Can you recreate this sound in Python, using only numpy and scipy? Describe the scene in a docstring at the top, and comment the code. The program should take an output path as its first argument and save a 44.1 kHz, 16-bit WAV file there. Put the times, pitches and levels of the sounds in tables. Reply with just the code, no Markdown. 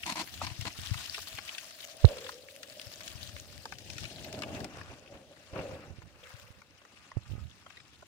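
"""A garden hose plays on a small car in a gravel yard, a few steps from a phone. From the start the jet
fizzes, rakes a hollow part and drums on doors and glass, while gouts splat on the wet ground and wind
buffets each microphone port on its own. At 2 s one puff overloads the right port with a pop. From 4.7 s
the stream lands on the roof, and the spray fades as it moves behind the car. Near 7 s a faint hollow
tone sounds twice and a last gust strikes the right port."""
import sys
import numpy as np
from scipy import signal
from scipy.fft import rfft, irfft, next_fast_len
from scipy.io import wavfile
from scipy.ndimage import uniform_filter1d, map_coordinates

SR = 44100
rng = np.random.default_rng(int(sys.argv[2]) if len(sys.argv) > 2 else 0)


def generate_wav(sig):
    """Save sig (samples, or channels by samples) to the path in sys.argv[1] as 16-bit PCM at SR."""
    pcm = np.round(np.clip(np.atleast_2d(sig).T, -1, 1) * 32767).astype(np.int16)
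    wavfile.write(sys.argv[1], SR, pcm)


N = 356203

# the jet sweeping the car: (time [s], fizz level [dB], mist level [dB], wash level [dB])
JET_LEVELS = [(0.0, -51.5, -59.5, -63), (0.271, -52.5, -57, -61.5), (0.5, -52, -63, -66),
              (1.01, -45.5, -57.5, -52), (1.2, -49.5, -56.5, -67), (1.48, -47.5, -57.5, -51.5),
              (1.75, -54, -61.5, -65), (2.16, -51, -61.5, -56.5), (2.54, -57.5, -63.5, -69),
              (3.21, -51, -61.5, -61), (3.65, -58, -67, -68), (3.95, -50, -64, -74),
              (4.5, -54.5, -70, -51.5), (4.85, -59.5, -78, -58.5), (5.3, -65, -80.5, -68),
              (5.68, -59, -76, -56), (6.0, -67.5, -85, -64.5), (6.34, -59, -67, -57), (6.68, -69, -81, -68),
              (7.1, -64.5, -86, -63), (7.62, -66, -81, -66.5), (7.8, -62.5, -82, -62),
              (8.08, -66, -83, -70)]
# spectrum of crackling, spattering drops: (frequency [Hz], level [dB])
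SPATTER_SPECTRUM = [(900, -28), (1500, -2), (3000, 0.5), (5000, 4), (8000, -6.5), (15000, -17)]


def amp(db):
    """Decibels as an amplitude ratio."""
    return 10 ** (np.asarray(db) / 20)


def unit(x):
    """Normalisation to an rms of 1."""
    return x / np.sqrt(np.mean(x ** 2) + 1e-20)


def along(points, hz):
    """Interpolation of (frequency [Hz], value) points on a logarithmic frequency axis."""
    freqs, values = np.transpose(points)
    return np.interp(np.log(hz + 1), np.log(freqs + 1), values)


def curves(rows):
    """Linear interpolation: one value per sample for each column after the time."""
    times, *columns = np.transpose(rows)
    return [np.interp(np.arange(N) / SR, times, column) for column in columns]


def wobble(rate):
    """Smooth random modulation: a spline through rate knots a second."""
    return map_coordinates(rng.standard_normal(int(N * rate / SR) + 4), [np.arange(N) * rate / SR])


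def filtered(x, response):
    """Linear filtering: the spectrum of x times a complex frequency response."""
    size = next_fast_len(N + SR // 2)
    return irfft(rfft(x, size) * response(np.fft.rfftfreq(size, 1 / SR)), size)[..., :N]


def noise(spectrum, patchy_db=0):
    """Two uncorrelated noises of one colour, rms 1, sharing random patches of gain in time and pitch."""
    pair = rng.standard_normal((2, N))
    if patchy_db:
        cells = signal.stft(pair, nperseg=256)[2]
        patches = uniform_filter1d(rng.standard_normal(cells.shape[1:]), size=8, axis=0)
        patches = uniform_filter1d(patches, size=7, axis=1)
        pair = signal.istft(cells * amp(patchy_db * unit(patches)), nperseg=256)[1][:, :N]
    return unit(filtered(pair, lambda hz: amp(along(spectrum, hz))))


def bursts(rate, spread_db, t60, count=6000):
    """Shot-noise envelope of rms 1: drops strike at random, a few much harder, and each decays."""
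    gap, size = rng.exponential(1, (count, 2)).T
    onsets = (np.cumsum(gap) / rate * SR).astype(int)
    kicks = np.bincount(onsets, amp(spread_db * np.minimum(size, 3)), N)[:N]
    return unit(signal.lfilter([1], [1, -amp(-60 / (t60 * SR))], uniform_filter1d(kicks, size=50)))


def hoots():
    """Faint hollow tones with soft edges; random phase modulation blurs their pitch."""
    # the tones: (time [s], duration [s], frequency [Hz], level [dB])
    tones = [(6.85, 0.29, 1220, -74), (7.309, 0.14, 1250, -68.5)]
    out, t = np.zeros(N), np.arange(N) / SR
    waver = .0007 * wobble(60)
    for start, length, hz, db in tones:
        span = slice(round(start * SR), round((start + length) * SR))
        edge = np.abs(np.sin(np.pi * (t[span] - start) / length)) ** .5
        out[span] += amp(db) * edge * np.sin(2 * np.pi * hz * (t[span] + waver[span] / (2 * np.pi)))
    return np.sqrt(2) * out * amp([[-2.5], [2.5]])


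def wind():
    """Turbulence: lumpy low-frequency pressure fluctuations, uncorrelated between the ports."""
    # gusts at the phone: (time [s], level [dB], left minus right [dB])
    gusts = [(0.0, -70, -4), (0.42, -54, 1), (0.65, -63, 6), (0.91, -49, 7), (1.22, -68, 11),
             (2.0, -78, -13), (2.12, -63, -7), (2.65, -83.5, -5), (3.2, -53, 16), (3.45, -62, 2.5),
             (4.03, -56.5, 13), (4.16, -67, 12), (4.62, -54.5, 8), (5.0, -65, 1), (5.25, -74.5, -19),
             (5.7, -57, 5), (5.92, -61, -27), (6.15, -61.5, -12), (7.1, -80, -11), (7.27, -48.5, -31),
             (7.43, -53.5, -17), (7.63, -67.5, -6), (8.08, -68, -10)]
    # spectrum of the buffeting: (frequency [Hz], level [dB])
    buffet = [(20, -69.5), (50, -8), (85, 2), (130, -6.5), (200, -12), (500, -53)]
    db, pan_db = curves(gusts)
    left_share = 1 / (1 + amp(-2 * pan_db))
    pan = np.sqrt([left_share, 1 - left_share])
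    lumps = amp(4.6 * np.array([wobble(22), wobble(22)]) + 2.26 * np.array([wobble(8.6), wobble(7)]))
    return 2 * np.sqrt(2) * amp(db) * pan * unit(lumps * noise(buffet))


def puffs(hz=105, rise_s=0.0027, fall_s=0.013):
    """Damped oscillation: each eddy pushes one membrane, which swings out in two or three cycles."""
    # the strongest eddies: (time [s], level [dB], port [0 left, 1 right])
    eddies = [(0.475, -34.5, 0), (0.516, -30.5, 0), (0.594, -26.5, 0), (0.622, -29.5, 0), (0.667, -32, 0),
              (0.79, -34.5, 1), (0.916, -17.5, 0), (0.957, -30, 0), (1.345, -38, 0), (2.87, -37.5, 0),
              (3.155, -32.5, 0), (3.96, -37.5, 0), (4.047, -33.5, 0), (5.907, -36.5, 1), (5.986, -37, 1),
              (6.343, -37, 0), (6.506, -42.5, 1), (7.171, -20, 1), (7.316, -33.5, 1), (7.337, -32, 1),
              (7.354, -32.5, 1), (7.382, -33.5, 1)]
    out, t = np.zeros((2, N)), np.arange(-SR // 40, SR // 12) / SR
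    envelope = np.where(t < 0, np.exp(-(t / rise_s) ** 2), np.exp(-(np.abs(t) / fall_s) ** 1.64))
    tip = 1.03 / (1 + (t / 0.00046) ** 2)  # sharp spike, on the windward right port only
    for time, db, port in eddies:
        port, onset = round(port), round(time * SR) - SR // 40
        swing = np.cos(2 * np.pi * hz * np.exp(rng.normal(0, 0.049)) * t - .4)
        out[port, onset:][:len(t)] += amp(db) * (envelope * swing + port * tip)
    return out


def pop(draw_s=0.0027, flick_hz=420):
    """Overload: a puff draws the right membrane back; it snaps over and swings out ever slower."""
    # the overloading puff: (time of the snap [s], level [dB], starting frequency [Hz], fall time [s])
    overload = (2.0460, -.3, 135, .0165)
    time, db, hz, fall_s = overload
    t = np.arange(N) / SR - time
    age = np.maximum(t, 0)
    snap = (1 + np.tanh((t - .0003) / .0002)) / 2
    pull = -.33 * np.exp(-((t + 0.0023) / draw_s) ** 2) * (1 - snap)
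    flick = .5 * np.sin(2 * np.pi * flick_hz * age) * np.exp(-age / 0.0026)
    decay = .9 * np.exp(-(age / fall_s) ** 1.8) + .07 * np.exp(-age / .025)
    swing = decay * np.cos(2 * np.pi * hz * age / (1 + 24 * age) - 1.6)
    return amp(db) * (pull + snap * (swing + flick)) * (age < .15) * [[0], [1]]


def ports(pair, left_lead_s=0.00011):
    """Coherence, shadowing and delay turn two uncorrelated signals of a source into left and right."""
    # likeness of the ports, greatest in the bass: (frequency [Hz], correlation [ratio])
    coherence = [(200, 1), (500, 0.92), (1000, 0.57), (2000, 0.12), (4000, 0.045), (8000, 0.13),
                 (15000, .05)]
    # acoustic shadow of the phone's body: (frequency [Hz], left minus right [dB])
    shadow = [(60, -22), (120, 1), (240, 0), (480, 1), (950, 0), (1890, 5), (3770, 7), (7520, 9.5),
              (15000, -6)]
    angle = lambda hz: np.arccos(np.clip(along(coherence, hz), -1, 1)) / 2
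    mid, side = filtered(pair, lambda hz: np.array([np.cos(angle(hz)), np.sin(angle(hz))]))
    left = lambda hz: amp(along(shadow, hz) / 2) * np.exp(1j * np.pi * hz * left_lead_s)
    return filtered(np.array([mid + side, mid - side]), lambda hz: np.array([left(hz), 1 / left(hz)]))


def gushes(events, spectrum, fall_s):
    """Amplitude-modulated noise: a rasp that starts quickly, holds and decays exponentially."""
    t = np.arange(N) / SR
    gate = np.zeros(N)
    for start, length, db in events:
        attack = np.clip((t - start) / (.07 * length), 0, 1)
        gate += amp(db) * attack * np.exp(-np.maximum(t - start - length, 0) / fall_s)
    return gate * noise(spectrum) * unit(1 + .6 * bursts(150, 3.5, .02))


def roof():
    """Plate vibration: the falling stream drives the low modes of the roof."""
    # the stream landing: (time [s], duration [s], level [dB])
    landings = [(4.74, 0.082, -49), (4.9, 0.02, -49), (5.12, 0.046, -54.5), (5.53, 0.027, -43.5),
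                (5.556, 0.037, -39), (5.69, 0.033, -47.5), (6.15, .05, -65)]
    # spectrum of the struck roof: (frequency [Hz], level [dB])
    spectrum = [(40, -29), (95, 5), (200, -13), (374, -7), (529, -12), (707, -11), (1390, -15),
                (1920, -21.5), (2720, -16.5), (3570, -34), (7800, -57)]
    return gushes(landings, spectrum, fall_s=0.03)


def hollow():
    """Cavity resonance: a wheel arch or sill colours the rasp of the jet that rakes it."""
    # passes of the jet: (time [s], duration [s], level [dB])
    rakes = [(0.055, 0.072, -36), (.155, 0.066, -37.5), (0.419, 0.031, -38), (.469, 0.014, -44),
             (0.503, 0.022, -49), (0.651, 0.032, -39), (3.876, 0.058, -60)]
    # spectrum of the hollow part: (frequency [Hz], level [dB])
    spectrum = [(110, -27), (180, -2.5), (339, 0), (465, -80), (627, -2.5), (800, -5), (972, 3.5),
                (1200, -8.5), (1680, -10.5), (2110, -4.5), (3830, -11), (4260, -2.5), (4730, -11),
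                (5940, -13), (12000, -24.5), (15600, -45), (22000, -120)]
    return gushes(rakes, spectrum, fall_s=0.0082)


def panels(width_hz=125):
    """Forced vibration: a door or window rings at a pitch set by the impact point; the roof booms."""
    # drumming under the jet: (time [s], ring level [dB], ring frequency [Hz], boom level [dB])
    drumming = [(0.0, -63.5, 678, -63.5), (0.45, -67.5, 681.4, -62), (1.79, -63.5, 634, -68.5),
                (2.02, -52, 608, -68.5), (2.11, -40, 540, -55.5), (2.3, -55, 499.7, -66),
                (2.6, -57, 579.7, -65.5), (3.2, -60, 618.4, -61.5), (3.7, -64, 559, -60.5),
                (4.1, -61, 623, -54), (4.5, -46, 619, -42), (4.63, -53, 602, -41.5),
                (4.73, -64.5, 613, -58.5), (5.05, -60.5, 564.7, -61.5), (5.15, -56, 558, -55),
                (5.49, -66, 583, -68.5), (5.564, -37.5, 526, -45.5), (6.05, -75.5, 576, -62),
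                (6.234, -61.5, 533, -73.5), (7.05, -80, 558, -67.5), (7.3, -74, 558, -65.5),
                (8.08, -95, 600, -69)]
    # spectrum of the boom: (frequency [Hz], level [dB])
    boom = [(50, -25), (90, 3), (180, 1), (300, 3.5), (500, -5.5), (800, -3.5), (1300, -36.5)]
    ring_db, ring_hz, boom_db = curves(drumming)
    shake = filtered(rng.standard_normal((2, 2, N)), lambda hz: 1 / (1 + (2 * hz / width_hz) ** 2))
    phase = 2 * np.pi * np.cumsum(ring_hz) / SR
    ring = unit(shake[0] * np.cos(phase) + shake[1] * np.sin(phase))  # a narrow band around ring_hz
    impacts = unit(1 + .5 * bursts(100, 4, 0.056))
    return impacts * (amp(ring_db) * ring + amp(boom_db) * noise(boom))


def small_gouts(count=40, per_s=5, over_fizz_db=8.5, centre_hz=1994, spatter_db=-0.5):
    """Jittered impacts: rows for splats(), their level following the fizz."""
    jitter, size, tone = rng.uniform(0, 1, (count, 3)).T
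    times = (np.arange(count) + jitter) / per_s
    jet_times, fizz_db = np.transpose(JET_LEVELS)[:2]
    db = np.interp(times, jet_times, fizz_db) + over_fizz_db + 6 * (size - .5)
    rows = np.transpose([times, db, centre_hz * np.exp(tone - .5), np.full(count, spatter_db)])
    return rows[times < N / SR]


def splats(plops=14, plop_t60=0.032, spatter_t60=0.022, smear_s=0.002495):
    """Impact transients: each gout lands as a cluster of damped sinusoids and a spatter of noise."""
    # larger gouts: (time [s], level [dB], plop frequency [Hz], spatter relative to plop [dB])
    large_gouts = [(0.029, -40, 2560, -13), (0.4145, -22.5, 990, -32), (0.4683, -28, 2050, -34),
                   (0.6106, -45.5, 2970, 17), (0.6521, -26.5, 992, -12), (0.9413, -28, 1510, -7),
                   (1.1443, -25, 2810, -16), (1.179, -30, 1238, -9), (1.3845, -26.5, 2294, -13),
                   (1.5813, -28.5, 3040, -5.5), (2.1832, -34, 2380, -7), (2.2904, -28.5, 1430, -8.5),
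                   (2.3238, -51, 3000, 9), (2.6307, -35.5, 2180, 0.5), (2.814, -39.5, 3420, 4),
                   (3.0053, -36.5, 1470, -4.5), (3.0773, -32.5, 3520, -1.5), (3.6543, -29, 1287, -6.5),
                   (3.722, -30, 1300, -9), (3.7843, -42, 2610, 4), (3.9001, -35, 3060, 0.5),
                   (3.981, -31.5, 2334, -3), (4.0405, -37.5, 1790, -3), (4.0523, -30.5, 2880, -10),
                   (4.114, -44, 2350, -5), (4.2442, -33.5, 3250, -10), (4.3271, -46, 1460, 11.5),
                   (4.3895, -39, 880, 0), (4.4205, -28, 2110, -6), (4.4334, -25, 2373, -14),
                   (4.547, -35.5, 3340, -9), (4.6033, -37, 1590, -1.5), (4.6435, -34, 1560, 0.5),
                   (4.7696, -38.5, 910, -7), (4.812, -34.5, 1680, -16), (6.0182, -38.5, 1071, -21),
                   (6.303, -41.5, 1500, -12), (6.6171, -43, 1530, -11.5), (6.8164, -46.5, 1270, -16),
                   (6.8504, -43, 1150, -10), (7.1154, -36.5, 1200, -20), (7.3885, -48, 1220, -17),
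                   (7.663, -36.5, 1212, -25), (7.7025, -41, 2106, -12), (7.7696, -37, 2050, -23),
                   (7.8004, -43, 2650, -24), (8.0237, -37.5, 1020, -17)]
    out, t = np.zeros((2, N + SR)), np.arange(SR // 15) / SR
    spatter_noise = noise(SPATTER_SPECTRUM, patchy_db=2)
    spatter_envelope = amp(-60 * t / spatter_t60) * (1 - np.exp(-t / 0.00061))
    for time, db, hz, spatter_db in [*large_gouts, *small_gouts()]:
        onset = round(time * SR)
        pitch = hz * np.exp(rng.normal(0, .4, (plops, 1)))
        phase = rng.uniform(0, 2 * np.pi, (2, plops, 1))
        age = np.maximum(t - smear_s * rng.uniform(0, 1, (plops, 1)) ** 2, 0)
        envelope = amp(-60 * age / plop_t60) * (1 - np.exp(-age / 0.00097))
        plop = (envelope * np.sin(2 * np.pi * pitch * age + phase)).sum(1) / np.sqrt(plops)
        spatter = spatter_noise[:, onset % (N - len(t)):][:, :len(t)] * spatter_envelope
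        out[:, onset:onset + len(t)] += amp(db) * (plop + amp(spatter_db) * spatter)
    return out[:, :N]


def jet():
    """Superposed impacts: small drops merge into fizz, mist and wash; larger ones patter and crackle."""
    # spectra of fine spray, wash off the bodywork and larger drops: (frequency [Hz], level [dB])
    fizz_spectrum = [(940, -43.5), (1600, -5.5), (1810, -1), (2040, -6.5), (2910, 1), (3280, 0.5),
                     (5280, -1), (11000, -14.5), (14300, -57), (22000, -120)]
    wash_spectrum = [(400, -32.5), (700, -8.5), (1500, -3), (2700, -12.5), (4200, -49.5)]
    patter_spectrum = [(900, -6), (1500, -0.5), (3000, 8), (5000, -6), (8000, -8), (14000, -42)]
    # high hiss of mist, brightened near 15 kHz by the microphone's resonance:
    # (frequency [Hz], level [dB])
    hiss_spectrum = [(6000, -37), (9000, 4.5), (12500, 3.5), (14000, 4.5), (15300, 7.5), (16500, -13.5)]
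    # bodywork resonances: (frequency [Hz], bandwidth [Hz], level [dB])
    modes = [(1150, 200, -3.5), (1460, 31, -4), (2300, 49, 0), (2755, 540, 10.5)]
    fizz_db, mist_db, wash_db = curves(JET_LEVELS)
    surge_db = 0.47 * wobble(6) + 1.24 * wobble(12) + 1.1 * wobble(35)
    fizz = noise(fizz_spectrum, patchy_db=2.5) * unit(1 + 0.35 * bursts(400, 2.2, 0.012))
    mist = noise(hiss_spectrum, patchy_db=1.5) * unit(1 + .5 * bursts(300, 9.5, 0.0068))
    bodywork = lambda hz: 1 + 0.65 * sum(amp(db) / (1 + ((hz - centre) / (width / 2)) ** 2)
                                         for centre, width, db in modes)
    wash = noise(wash_spectrum, patchy_db=3.0) * (1 + 0.31 * bursts(120, 7.1, 0.099))
    wash = unit(filtered(wash, bodywork))
    patter = noise(patter_spectrum, patchy_db=5) * bursts(90, 5.4, 0.03)
    crackle = noise(SPATTER_SPECTRUM, patchy_db=7) * bursts(60, 7.5, 0.004)
    spray = amp(fizz_db) * (amp(-1.0) * fizz + amp(-5.0) * patter)
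    spray += amp(mist_db) * (mist + amp(2.5) * crackle)
    return amp(surge_db) * (spray + amp(wash_db) * wash)


def scene():
    """Superposition: the water as the two ports hear it, the faint tones and the wind on the phone."""
    water = jet() + hollow() + roof() + panels() + splats()
    return ports(water) + hoots() + wind() + puffs() + pop()


def record(dry, low_hz=26, top_hz=15830):
    """Nonlinearity and band limiting: deep inward swings crackle, peaks round off, band edges are cut."""
    crackle = noise([(2000, -8.5), (3800, 3), (6000, -6.5), (10000, -27.5)])
    rough = dry + 0.25 * np.maximum(-dry - .45, 0) * crackle
    rounded = rough / (1 + np.abs(rough / 1.1) ** 5) ** (1 / 5)
    return filtered(rounded, lambda hz: (hz < top_hz) * hz ** 4 / (hz ** 4 + low_hz ** 4))


dry = scene()
out = record(dry)
generate_wav(out)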